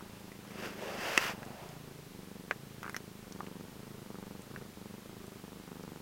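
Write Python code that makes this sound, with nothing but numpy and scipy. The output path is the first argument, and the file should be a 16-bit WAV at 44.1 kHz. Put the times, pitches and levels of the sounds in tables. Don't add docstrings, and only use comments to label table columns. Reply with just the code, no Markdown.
import sys
import numpy as np
from scipy import signal
from scipy.fft import rfft, irfft
from scipy.io import wavfile
from scipy.ndimage import uniform_filter1d

SR = 44100
rng = np.random.default_rng(int(sys.argv[2]) if len(sys.argv) > 2 else 0)


def generate_wav(signal):
    frames = np.transpose(np.atleast_2d(signal))
    scaled = np.clip(frames, -1, 1) * 32767
    pcm = np.round(scaled).astype(np.int16)
    wavfile.write(sys.argv[1], SR, pcm)


N = 265041


def amp(db):
    return 10 ** (np.asarray(db) / 20)


def unit(x):
    return x / np.sqrt(np.mean(x ** 2) + 1e-20)


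def gains(spectrum, hz):
    freq_hz, level_db = np.transpose(spectrum)
    return amp(np.interp(np.log(hz + 1), np.log(freq_hz + 1), level_db))


def noise(spectrum):
    white = rfft(rng.standard_normal(N))
    return unit(irfft(white * gains(spectrum, np.fft.rfftfreq(N, 1 / SR)), N))


def ring(spectrum, size=4096):
    log_gain = np.log(gains(spectrum, abs(np.fft.fftfreq(size, 1 / SR))))
    minimum_phase = np.exp(np.conj(signal.hilbert(log_gain)))
    return np.fft.ifft(minimum_phase).real[:size // 2]


def add(mix, start_s, sound):
    part = mix[max(round(start_s * SR), 0):][:len(sound)]
    part += sound[:len(part)]


def larynx_beats(breaths, swell_s=0.038, sag_s=0.042, uneven_db=1.28):
    thumps = []
    for breath in breaths:
        first, last, count, late, gap, shut_db, crisp_hz, air_db, hold_db, start_db, end_db, boom_hz = breath
        progress = np.linspace(0, 1, round(count))
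        chance = rng.standard_normal((len(progress), 6)).T
        opens = first + (last - first) * progress + late * np.sin(np.pi * progress)
        opens += 0.00031 * chance[0]
        shuts = opens + gap + 0.00054 * chance[1]
        onset_db = start_db * np.exp((first - opens) / swell_s)
        release_db = end_db * np.exp((opens - last) / sag_s)
        db = hold_db + onset_db + release_db + uneven_db * chance[2:4]
        snap_hz = crisp_hz * np.exp(0.41 * chance[4:])
        air, boom = np.full(len(opens), air_db), np.full(len(opens), boom_hz)
        thumps += zip(opens, db[0], snap_hz[0], air, boom)
        thumps += zip(shuts, db[1] + shut_db, 2.8 * snap_hz[1], air, boom)
    return thumps


def purr(breaths, throat, thump_gain, push_gain, push_lead_s, push_width_s, boom_db, boom_t60_s, puff_s):
    # freq_hz, density_db
    air_spectrum = [(80, -2), (200, -12), (400, 7.5), (650, -6), (900, -6), (1400, -4), (2500, -28),
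                    (5000, -21), (12000, -37)]
    lead_s = .008
    t = np.arange(-lead_s, 4 * lead_s, 1 / SR)
    after = np.maximum(t, 0)
    response, thumps, flow = ring(throat), np.zeros(N), np.zeros(N)
    push = np.exp(-((t + push_lead_s) / push_width_s) ** 2)
    puff = np.exp(-abs(t) / puff_s)
    for time_s, db, crisp_hz, air_db, boom_hz in larynx_beats(breaths):
        snap = np.exp(-2 * np.pi * crisp_hz * abs(t))
        pressure = snap / snap.sum() - push_gain * push / push.sum()
        thump = unit(np.convolve(pressure, response)[:len(t)])
        boom = unit(amp(-60 * after / boom_t60_s) * np.sin(2 * np.pi * boom_hz * after))
        add(thumps, time_s - lead_s, amp(db) * unit(thump - amp(boom_db) * boom))
        add(flow, time_s - lead_s, amp(db + air_db) * puff)
    return thump_gain * thumps + flow * noise(air_spectrum)


def purring_cat():
    # first_beat_s, last_beat_s, beat_count, middle_beat_late_s, open_to_shut_s,
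    # shut_offset_db, crisp_hz, air_offset_db, hold_db, start_offset_db, end_offset_db, boom_hz
    in_breaths = [(.025, .391, 11, -0.00093, .01, -6, 1980, -10, -53.5, 2, -1, 184),
                  (1.022, 1.134, 4, .0024, 0.012, -4.5, 1800, -4, -54, -3, -7, 170),
                  (1.623, 2.066, 13, -0.0061, 0.00753, -3.5, 450, -4, -52.5, 1, -3, 143),
                  (2.560, 2.819, 8, 0, 0.0086, -7.5, 1000, -12, -51.5, -1.5, -1.5, 144),
                  (2.856, 3.228, 11, -.0005, 0.01, -11.5, 1400, -12, -51.5, 2, 0, 183),
                  (3.719, 4.019, 9, 0, 0.00913, -1, 1900, -6, -51.5, -0.5, -0.5, 145),
                  (4.432, 4.730, 9, -0.0048, .0088, -1, 1700, -4.5, -50, -11, -9, 144),
                  (5.059, 5.398, 10, -0.0045, 0.01, -8, 1700, -2.5, -51, -0.5, -4.5, 189)]
    out_breaths = [(.429, .983, 15, -0.0011, .01, 0.5, 1110, -3, -53, -7, 3.5, 189),
                   (1.169, 1.590, 11, -0.00019, .0091, -4, 1100, -9, -49.5, -13, -18, 129),
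                   (2.108, 2.522, 11, -0.00016, 0.011, -4, 700, -14, -51.5, -6, -2, 196),
                   (3.270, 3.683, 11, -0.0039, .011, -2.5, 1390, -9, -49.5, -4, -4.5, 188),
                   (4.062, 4.394, 9, -0.00078, 0.0098, -3, 1790, -13, -49, -3.5, -4, 187),
                   (4.773, 5.022, 7, .0016, .01, -6, 1400, -12, -49, 0, -6.5, 187),
                   (5.440, 5.599, 5, 0.00082, 0.011, -6.5, 2800, -13, -49.5, -0.5, -4, 190),
                   (5.638, 6.002, 10, -.0025, 0.012, -5, 4500, -8, -48.5, -6.5, -6, 185)]
    # freq_hz, level_db
    throat_in = [(20, -12), (55, -14), (90, -9.5), (135, -2), (200, -1), (290, -9), (400, -5), (560, -16.5),
                 (850, -20.5), (1300, -24.5), (2200, -40), (6000, -66)]
    throat_out = [(20, -9), (55, -20), (85, -12.5), (125, -2), (200, 1), (320, -3.5), (470, -4), (680, -17),
                  (860, -11.5), (1450, -18), (2400, -33), (6000, -47)]
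    trim = amp(-0.5)
    inward = purr(in_breaths, throat_in, thump_gain=0.98 * trim, push_gain=0.51, push_lead_s=0.0038,
                  push_width_s=0.0014, boom_db=-8.5, boom_t60_s=0.064, puff_s=0.0067)
    outward = purr(out_breaths, throat_out, thump_gain=-1.02 * trim, push_gain=0.7, push_lead_s=0.0032,
                   push_width_s=0.0012, boom_db=-9.5, boom_t60_s=0.03, puff_s=0.0054)
    return inward + outward


def stroke_contact(roundness=1.3):
    # firmest_s, rise_s, fall_s, rub_db, scratch_db, pitch_hz
    strokes = [(.01, 0.055, .6, -63, -63.5, 895), (0.658, 0.092, .05, -47.5, -43.5, 350),
               (.87, 0.13, 0.16, -45, -46.5, 435), (1.06, 0.092, 0.14, -42.5, -40, 590),
               (1.262, 0.18, .04, -51, -35, 650), (1.303, 0.022, .024, -46, -40.5, 620),
               (1.63, 0.44, 0.14, -52.5, -58, 726)]
    firmest_s, rise_s, fall_s, rub_db, scratch_db, pitch_hz = np.transpose(strokes)[:, :, None]
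    t = np.arange(N) / SR - firmest_s
    swell = np.exp(-abs(t / np.where(t < 0, rise_s, fall_s)) ** roundness) + 1e-9
    rub_power, scratch_power = (amp(rub_db) * swell) ** 2, (amp(scratch_db) * swell) ** 2
    rub_hz = np.average(pitch_hz * np.ones(N), axis=0, weights=rub_power)
    return np.sqrt(rub_power.sum(0)), np.sqrt(scratch_power.sum(0)), rub_hz


def resonate(x, hz, width_hz):
    turn = np.exp(2j * np.pi * np.cumsum(hz) / SR)
    pole = np.exp(-np.pi * width_hz / SR)
    return 2 * (turn * signal.lfilter([1 - pole], [1, -pole], x / turn)).real


def camera_shell():
    # freq_hz, level_db, t60_s
    modes = [(367, -5, 0.02), (795, -34, .02), (1040, -43, .02), (1337, -15.5, 0.095), (1920, 0.5, 0.021),
             (2090, -2, 0.019), (2670, 6, 0.017), (3180, -14, 0.0089), (3600, -14, 0.012),
             (4740, -6, 0.011), (5580, -7, 0.015), (6280, -8, 0.014), (7300, -12.5, 0.011),
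             (7930, -18, 0.018), (8940, -24, 0.014), (12500, -22, .003)]
    t = np.arange(0, .06, 1 / SR)
    ringing = sum(amp(db - 60 * t / t60) * np.sin(2 * np.pi * hz * t) for hz, db, t60 in modes)
    return signal.sosfilt(signal.butter(2, 260, "high", fs=SR, output="sos"), ringing)


def brushing(hairs_per_s=3000, spread_db=3.0, flutter_db=0.95, shell_db=-8):
    # freq_hz, density_db
    rub_spectrum = [(120, -24), (270, 4.5), (450, 6), (850, 3), (1150, -0.5), (2000, -4), (3200, 0),
                    (6000, -18), (15000, -32)]
    scratch_spectrum = [(200, -14), (600, -6.5), (1100, 0), (1600, 1), (2000, -2), (2800, -2.5), (3400, -8),
                        (4100, -13), (4800, -8), (6000, -12.5), (7500, -17.5), (10000, -22), (13000, -19.5),
                        (16000, -23)]
    rub_gain, scratch_gain, rub_hz = stroke_contact()
    rub = unit(resonate(noise(rub_spectrum), rub_hz, width_hz=330))
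    slips = rng.standard_normal(N) * (rng.random(N) < hairs_per_s / SR)
    slips *= amp(spread_db * np.minimum(rng.exponential(1, N), 3))
    shell = unit(signal.oaconvolve(slips, camera_shell())[:N])
    scratch = unit(noise(scratch_spectrum) + amp(shell_db) * shell)
    flutter = unit(uniform_filter1d(rng.standard_normal(N), size=600))
    return amp(flutter_db * flutter) * (rub_gain * rub + scratch_gain * scratch)


def mouth_smacks(cavity_db=-6, cavity_cycles=22, crackle_s=0.0013, scatter_db=-26, scatter_t60_s=0.045):
    # start_s, peak_db, cavity_hz, lip_snap_db
    smacks = [(.008, -38.5, 1300, -10), (.3190, -40, 2200, 6), (.4500, -39.5, 1040, -8),
              (.475, -44, 2200, 2), (.5085, -43, 2400, 5.5), (.624, -37, 5000, 0),
              (1.4305, -33.5, 1750, -23), (1.452, -40, 8000, -8), (1.69, -39, 6500, -8),
              (2.5109, -14.5, 1710, -25), (2.8305, -26.5, 1390, -4), (2.844, -31.5, 1370, -22),
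              (2.853, -34, 1550, -22), (2.8635, -31, 1440, -22), (2.8790, -30.5, 1490, -16),
              (2.8958, -27.5, 1580, -4), (2.9297, -39, 13500, -32), (2.9450, -24.5, 1620, 1),
              (2.9649, -22, 1660, 4), (3.324, -33.5, 5840, -20), (3.4058, -26.5, 1136, -26),
              (3.4664, -37.5, 2650, -12), (4.1545, -39.5, 1150, -18), (4.42, -40, 8500, -8),
              (4.5616, -31, 1640, -15), (5.268, -41, 8500, -12), (5.832, -41, 5700, -6)]
    # pitch_multiple, level_db
    mouth_spectrum = [(.06, -36), (.25, -2), (.43, -11), (.68, -2.5), (.97, 0), (1.1, 2), (1.25, -10),
                      (1.55, -8.5), (2.1, -25.5), (3, -30), (9, -64)]
    # freq_hz, level_db
    lip_spectrum = [(500, -41), (2000, 11), (3000, 6), (4400, -11), (5600, 5.5), (7000, -6.5), (9500, -7),
                    (12000, -11), (16000, -12)]
    lips, out = ring(lip_spectrum), np.zeros(N)
    t = np.arange(len(lips)) / SR
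    for start_s, peak_db, hz, snap_db in smacks:
        mouth = unit(ring([(hz * multiple, db) for multiple, db in mouth_spectrum]))
        cavity = unit(amp(-60 * hz * t / cavity_cycles) * np.sin(2 * np.pi * hz * t))
        burst = np.exp(-t / crackle_s) * rng.standard_normal(len(t))
        crackle = unit(signal.fftconvolve(lips, burst)[:len(t)])
        pop = mouth + amp(cavity_db) * cavity + amp(snap_db) * crackle
        scatter = amp(scatter_db - 60 * t / scatter_t60_s) * rng.standard_normal(len(t))
        pop = pop + signal.fftconvolve(pop, scatter)[:len(t)]
        add(out, start_s, amp(peak_db) * pop / abs(pop).max())
    return out


def microphone_hiss(level_db=-54):
    # freq_hz, density_db
    hiss_spectrum = [(10, -19), (26, -5.5), (42, -17.5), (65, -6), (130, -9), (250, -7), (430, -13.5),
                     (700, -16), (1500, -19), (3500, -22), (8800, -27.5), (15800, -28.5)]
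    return amp(level_db) * noise(hiss_spectrum)


def handling_click():
    # start_s, peak_db
    knocks = [(1.1771, -4), (1.1762, -21)]
    shell, out = camera_shell(), np.zeros(N)
    for start_s, peak_db in knocks:
        add(out, start_s, amp(peak_db) * shell / abs(shell).max())
    return out


def scene():
    mono = purring_cat() + brushing() + mouth_smacks() + microphone_hiss() + handling_click()
    return np.array([mono, mono])


def record(dry, edge_hz=15950):
    lowpass = signal.firwin(511, edge_hz, window=("kaiser", 9), fs=SR)
    return signal.oaconvolve(dry, lowpass[None], "same")


dry = scene()
out = record(dry)
generate_wav(out)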